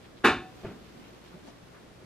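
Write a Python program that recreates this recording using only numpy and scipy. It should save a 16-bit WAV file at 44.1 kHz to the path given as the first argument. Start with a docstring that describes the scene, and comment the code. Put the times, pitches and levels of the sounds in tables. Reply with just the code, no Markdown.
"""On a garage floor, a steel tyre lever pries a tyre bead onto a spoked wheel.
Low hum, steady hiss, rustling sleeves and faint grainy scrapes run from the start: sines and coloured noise.
The lever snaps against the rim in one quick burst: cracks and dying noise, with rim, spokes and tyre
ringing on as damped sines. The wheel rocks in low swells, then come dull bumps of rubber, ringing and echoing."""
import sys
import numpy as np
from scipy import signal
from scipy.fft import rfft, irfft, next_fast_len
from scipy.io import wavfile

SR = 44100
rng = np.random.default_rng(int(sys.argv[2]) if len(sys.argv) > 2 else 0)


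def transcribe(signal):
    """Save signal, clipped to [-1, 1], as a 16-bit WAV file at the path in sys.argv[1]."""
    frames = np.atleast_2d(signal).T
    limited = np.clip(frames, -1, 1)
    pcm = np.round(limited * 32767).astype(np.int16)
    wavfile.write(sys.argv[1], SR, pcm)


N = 90404  # length in samples

# How much the two microphone ports differ.
# Each row: frequency in Hz, level of the difference against the shared sound in dB.
PORT_SPREAD = [(100, -24), (1200, -19.5), (2500, -23.5), (5000, -3.5), (12000, -9)]
ROOM_SPREAD_DB = 19  # extra difference for sounds that reach the ports from all around
MODE_RISE_S = 0.00067  # build-up time of the wheel's ringing


def undb(db):
    """Turn decibels into a gain."""
    return 10 ** (np.asarray(db) / 20)


def at_hz(points, f):
    """Read a table at any frequency, with straight lines on a log-frequency axis."""
    p = np.array(points, float)
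    return np.interp(np.log(np.maximum(f, 1)), np.log(p[:, 0]), p[:, 1])


def clock():
    """Time of every sample in seconds."""
    return np.arange(N) / SR


def freqs():
    """Frequencies in Hz of a spectrum slightly longer than the scene."""
    size = 2 * next_fast_len(N // 2 + 1, real=True)
    return np.arange(size // 2 + 1) * SR / size


def noise(spectrum, spread_db=0):
    """Coloured stereo noise: a shared part of rms 1, plus a difference that is weak in the bass."""
    f = freqs()
    white = rng.standard_normal((2, len(f))) + 1j * rng.standard_normal((2, len(f)))
    gain = undb(at_hz(spectrum, f))
    side_gain = gain * undb(np.minimum(at_hz(PORT_SPREAD, f) + spread_db, 0))
    mid, side = irfft(white * [gain, side_gain])[:, :N]
    return (mid + side * np.array([[1], [-1]])) / mid.std()


def ring(modes, rise_s):
    """Damped sines that build up quickly, each arriving a hair early or late."""
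    t = clock()
    arrival_scatter_s = .00014
    late = arrival_scatter_s * rng.standard_normal(len(modes))
    total = 0
    for k, (hz, db, t60) in enumerate(modes):
        sign = (-1) ** k  # every other mode starts the opposite way
        total = total + sign * undb(db - 60 * t / t60) * np.sin(2 * np.pi * hz * (t - late[k]))
    return (1 - np.exp(-t / rise_s)) * total


def fade(x, t60s):
    """Split a sound into octaves and let each die away at its own rate."""
    centres, f = 2. ** np.arange(7, 15), freqs()
    spectrum = rfft(x, 2 * (len(f) - 1))
    octave = np.log2(np.maximum(f, 1))
    total = 0
    for centre in centres:
        # this octave's share slopes to zero at its neighbours, so all shares add up to one
        share = np.interp(octave, np.log2(centres), 1. * (centres == centre))
        band = irfft(spectrum * share)[:, :N]
        total = total + band * undb(-60 * clock() / at_hz(t60s, centre))
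    return total


def later(x, s):
    """Start a sound at s seconds."""
    start = int(np.clip(s * SR, 0, N - 1))
    return np.concatenate([np.zeros_like(x[..., :start]), x[..., :N - start]], axis=-1)


def garage():
    """The room's steady hiss and rumble is coloured noise; the faint hum is a few sines."""
    # Colour of the room's noise. Each row: frequency in Hz, relative level in dB per Hz.
    room_colour = [(15, -39), (25, -6), (101, -2), (427, -4.5), (833, -12), (1000, -13), (1420, -14.5),
                   (2180, -18), (2850, -22), (3180, -23), (3440, -22), (11800, -35), (15000, -70)]
    # Tones of the hum. Each row: frequency in Hz, rms level in dB.
    hum_tones = [(59.3, -66.5), (118.6, -64.5), (177.8, -66)]
    room_db = -55.5
    hum = 0
    for hz, db in hum_tones:
        # the root of two turns an rms level into a peak
        hum = hum + np.sqrt(2) * undb(db) * np.sin(2 * np.pi * (hz * clock() + rng.random()))
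    return undb(room_db) * noise(room_colour, ROOM_SPREAD_DB) + hum


def grain():
    """Uneven grip: a level of rms 1 that heads for a new random value many times a second."""
    grains_per_s, scatter_db = 1900, 3
    steps = undb(scatter_db * rng.standard_normal(N))
    grip = np.interp(clock() * grains_per_s, np.arange(N), steps)
    return grip / np.sqrt(np.mean(grip ** 2))


def rustle():
    """Sleeves and hands rub on the tyre as the arms move: grainy noise of changing level."""
    # Loudness of the rubbing. Each row: time in seconds, level in dB.
    rub_level = [(0, -58), (.15, -62), (.45, -60), (.6, -53.5), (.8, -57.5), (1.0, -56), (1.2, -57),
                 (1.45, -58.5), (1.6, -59.5), (1.85, -61), (2.04, -61.5)]
    # Colour of the rubbing. Each row: frequency in Hz, relative level in dB per Hz.
    rub_colour = [(60, -18), (150, -1.5), (330, 2), (650, -7), (1200, -13.5), (2600, -14), (5000, -20.5),
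                  (10000, -33.5), (15000, -30)]
    level_db = np.interp(clock(), *np.array(rub_level).T)
    return noise(rub_colour, ROOM_SPREAD_DB) * grain() * undb(level_db)


def scrapes():
    """Short slides of steel on rubber and rubber on the rim: swells of grainy noise in one band."""
    # Scrapes of the lever and low rubs of the bead. Each row: middle in seconds, half length in seconds,
    # level in dB, centre frequency in Hz, width in octaves.
    slides = [(0.054, 0.017, -60.5, 2310, .6), (0.16, 0.044, -58, 305, 0.68),
              (0.178, 0.014, -62.5, 3220, 0.47), (0.547, 0.025, -75, 6000, 1.),
              (0.672, 0.015, -58, 2000, 0.89), (0.752, 0.036, -53, 250, 0.32),
              (0.856, 0.044, -67.5, 3000, 0.59), (0.984, 0.041, -52.5, 278, 0.31),
              (1.055, 0.039, -63, 2400, 0.37), (1.27, 0.03, -62.5, 2190, .9), (1.337, 0.013, -58, 1200, .3),
              (1.364, 0.028, -52, 190, 0.26), (1.368, 0.027, -58.5, 630, 0.25),
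              (1.469, 0.043, -54.5, 277, 0.25), (1.485, 0.024, -54, 646, 0.32),
              (1.481, 0.035, -61.5, 2980, 1), (1.487, 0.013, -70, 5900, 0.14),
              (1.763, 0.031, -59, 1320, .6)]
    out, grip = 0, grain()
    for s, half_length, db, hz, octaves in slides:
        f = np.geomspace(50, 16000, 60)
        band_db = -np.minimum(10 * (np.log2(f / hz) / octaves) ** 2 / 2, 60)
        band = np.column_stack([f, band_db])
        swell = np.exp(-((clock() - s) / half_length) ** 2)
        out = out + undb(db) * swell * noise(band, ROOM_SPREAD_DB)
    return out * grip


def spokes(count=70):
    """Many thin modes of unequal strength ring; their phases differ between the two ports."""
    # Typical strength of one spoke mode. Each row: frequency in Hz, level in dB.
    mode_level = [(1300, -35.5), (1750, -30.5), (2050, -45.5), (2750, -42), (3200, -48), (3800, -43.5),
                  (5200, -53), (9000, -69)]
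    typical_t60_s, scatter_db = 0.32, 5
    draws = rng.standard_normal((count, 4))
    low, high = mode_level[0][0], mode_level[-1][0]
    # one random pitch in each of many equal slices of the log-frequency range
    hz = low * (high / low) ** ((np.arange(count) + rng.random(count)) / count)
    t = clock()[:N // 3]
    out = np.zeros((2, N))
    for f, (size, length, phase, side) in zip(hz, draws):
        t60 = typical_t60_s * np.exp(0.13 * length)
        start_db = at_hz(mode_level, f) + scatter_db * size
        fall = undb(start_db - 60 * t / t60) * (1 - np.exp(-t / MODE_RISE_S))
        apart = side * undb(at_hz(PORT_SPREAD, f)) * np.array([[1], [-1]])
        out[:, :len(t)] += fall * np.sin(2 * np.pi * (f * t + phase) + apart)
    return out


def clack():
    """Contacts crack and set wheel and garage jangling; steel ticks, the bead thumps, the wheel rings on."""
    # Contacts of the lever with the rim. 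Each row: start in seconds, level in dB.
    contacts = [(0.238, -17.5), (0.2416, -3.5), (0.2468, 0.5), (0.2506, -1.5), (0.2634, -5)]
    # Colour of the dense ring of wheel and garage. Each row: frequency in Hz, relative level in dB per Hz.
    jangle_colour = [(40, -45), (115, -8.5), (170, -14), (330, -1.5), (500, -16), (600, -11), (980, -6.5),
                     (1600, -6.5), (2050, -14), (2400, -6), (2900, -10), (3200, -20), (3800, -14.5),
                     (5000, -27), (8000, -32), (11500, -34.5), (15000, -55)]
    # How that ring dies. Each row: frequency in Hz, time to fall by 60 dB in seconds.
    jangle_t60 = [(100, 0.58), (400, 0.38), (1500, 0.3), (3500, 0.3), (7000, 0.31), (12000, 0.11)]
    # Bright tick of steel on steel. Each row: frequency in Hz, relative level in dB per Hz.
    tick_colour = [(2000, -11), (5000, -18), (9000, 0), (12500, 10), (15000, -2)]
    # Rim modes. 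Each row: frequency in Hz, level in dB, time to fall by 60 dB in seconds.
    rim_modes = [(743.5, -38, .75), (750, -34.5, .75), (757, -27, .24), (853, -27, .24), (899, -29, .25),
                 (1071, -23.5, .23), (1087, -25, .33), (1214, -28, .25), (1232, -23.5, .24),
                 (1284, -27, .31), (1451, -25, .28), (1542, -24, .28), (1650, -22, .25), (1746, -19.5, .23),
                 (1905, -25, .25), (2218, -30, .25), (2364, -30, .3), (2633, -28, .24), (2966, -31, .26)]
    # Modes of the tyre and the air in it. Each row: frequency in Hz, relative level in dB,
    # time to fall by 60 dB in seconds.
    tyre_modes = [(214, -21, .24), (270, -25, .28), (285, -23, .21), (336, -25, .29), (353, -24, .34),
                  (374, -24, .25), (426, -25, .25), (461, -28, .25)]
    # The bead's thump as the lever lets go. Each row: frequency in Hz, level in dB,
    # time to fall by 60 dB in seconds.
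    thump_modes = [(221.4, -21.5, 0.052), (360, -15.5, 0.051)]
    jangle_db, jangle_rise_s = -21, 0.003
    crack_db, crack_hz, crack_s = -14.5, 1500, 0.0013
    tick_at_s, tick_db, tick_s = .2485, -37, 0.0037
    thump_at_s, ring_from_s = .2415, .244
    tyre_db = 1.5
    body_low_hz = 154  # the wheel radiates little below this pitch

    t = clock()
    crack = undb(crack_db) * np.sin(2 * np.pi * crack_hz * t) * np.exp(-t / crack_s)
    tick = undb(tick_db) * noise(tick_colour) * np.exp(-t / tick_s)
    out = later(tick, tick_at_s)
    for s, db in contacts:
        rise = 1 - np.exp(-t / jangle_rise_s)
        jangle = undb(jangle_db) * fade(noise(jangle_colour), jangle_t60) * rise
        out = out + undb(db) * later(jangle + crack, s)
    rim = ring(rim_modes, MODE_RISE_S)
    tyre = undb(tyre_db) * ring(tyre_modes, MODE_RISE_S)
    thump = ring(thump_modes, MODE_RISE_S)
    body = later(rim + tyre + spokes(), ring_from_s) + later(thump, thump_at_s)
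    return out + signal.lfilter(*signal.butter(2, body_low_hz, "high", fs=SR), body)


def rocking():
    """The wheel settles on its tyre: low sines that swell and sink."""
    # Rocks of the wheel. Each row: middle in seconds, frequency in Hz, level in dB, half length in seconds.
    swells = [(0.269, 71, -44, 0.016), (0.312, 72, -41.5, .025), (0.382, 55, -46, .025)]
    t = clock()
    out = 0
    for s, hz, db, half_length in swells:
        swell = np.exp(-((t - s) / half_length) ** 2)
        out = out + undb(db) * swell * np.sin(2 * np.pi * hz * (t - s))
    return out


def bumps():
    """Soft blows ring the rubber and echo in the garage; a low-pass sets how dull each one is."""
    # Bumps of the bead and the hands. Each row: start in seconds, level in dB, low-pass cutoff in Hz.
    blows = [(.634, -8, 1830), (0.6443, -4, 600), (0.6475, 1.5, 1680), (.668, -11.5, 4500),
             (.692, -11, 1500), (.712, -9, 900), (0.725, -29, 500), (.812, -14, 600), (0.959, -16.5, 400),
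             (1.342, -15, 1200), (1.47, -22, 1230), (2.025, -12, 500)]
    # Rubber's short modes. Each row: frequency in Hz, relative level in dB,
    # time to fall by 60 dB in seconds.
    rubber_modes = [(131, -43.5, 0.24), (216, -41, 0.093), (304, -45.5, 0.074), (377.6, -31, 0.048),
                    (667, -39, 0.039)]
    # Colour of a bump's echo. Each row: frequency in Hz, relative level in dB per Hz.
    echo_colour = [(50, -9.5), (130, 3), (380, 0), (550, -9), (1000, -11), (2500, -15.5), (5000, -39),
                   (12000, -61)]
    echo_db, echo_t60_s = -37.5, 0.3
    out, thud = 0, ring(rubber_modes, 0.00021)
    for s, db, hz in blows:
        echo = noise(echo_colour) * undb(echo_db - 60 * clock() / echo_t60_s)
        dull = signal.lfilter(*signal.butter(1, min(hz, SR / 3), fs=SR), thud + echo)
        out = out + undb(db) * later(dull, s)
    return out


def ports(x):
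    """The right microphone port hears the work a moment later: a tiny delay made in the spectrum."""
    lag_ms = 0.027
    f = freqs()
    delay = np.exp(-2j * np.pi * f * lag_ms / 1000)
    right = irfft(rfft(x[1], 2 * (len(f) - 1)) * delay)[:N]
    return np.array([x[0], right])


def scene():
    """The work on the wheel, in the garage."""
    work = rustle() + scrapes() + clack() + rocking() + bumps()
    return garage() + ports(work)


def record(dry):
    """The recorder cuts the top with a steep low-pass."""
    top_hz = 14800
    return signal.sosfilt(signal.ellip(8, .2, 70, top_hz, fs=SR, output="sos"), dry)


dry = scene()
out = record(dry)
transcribe(out)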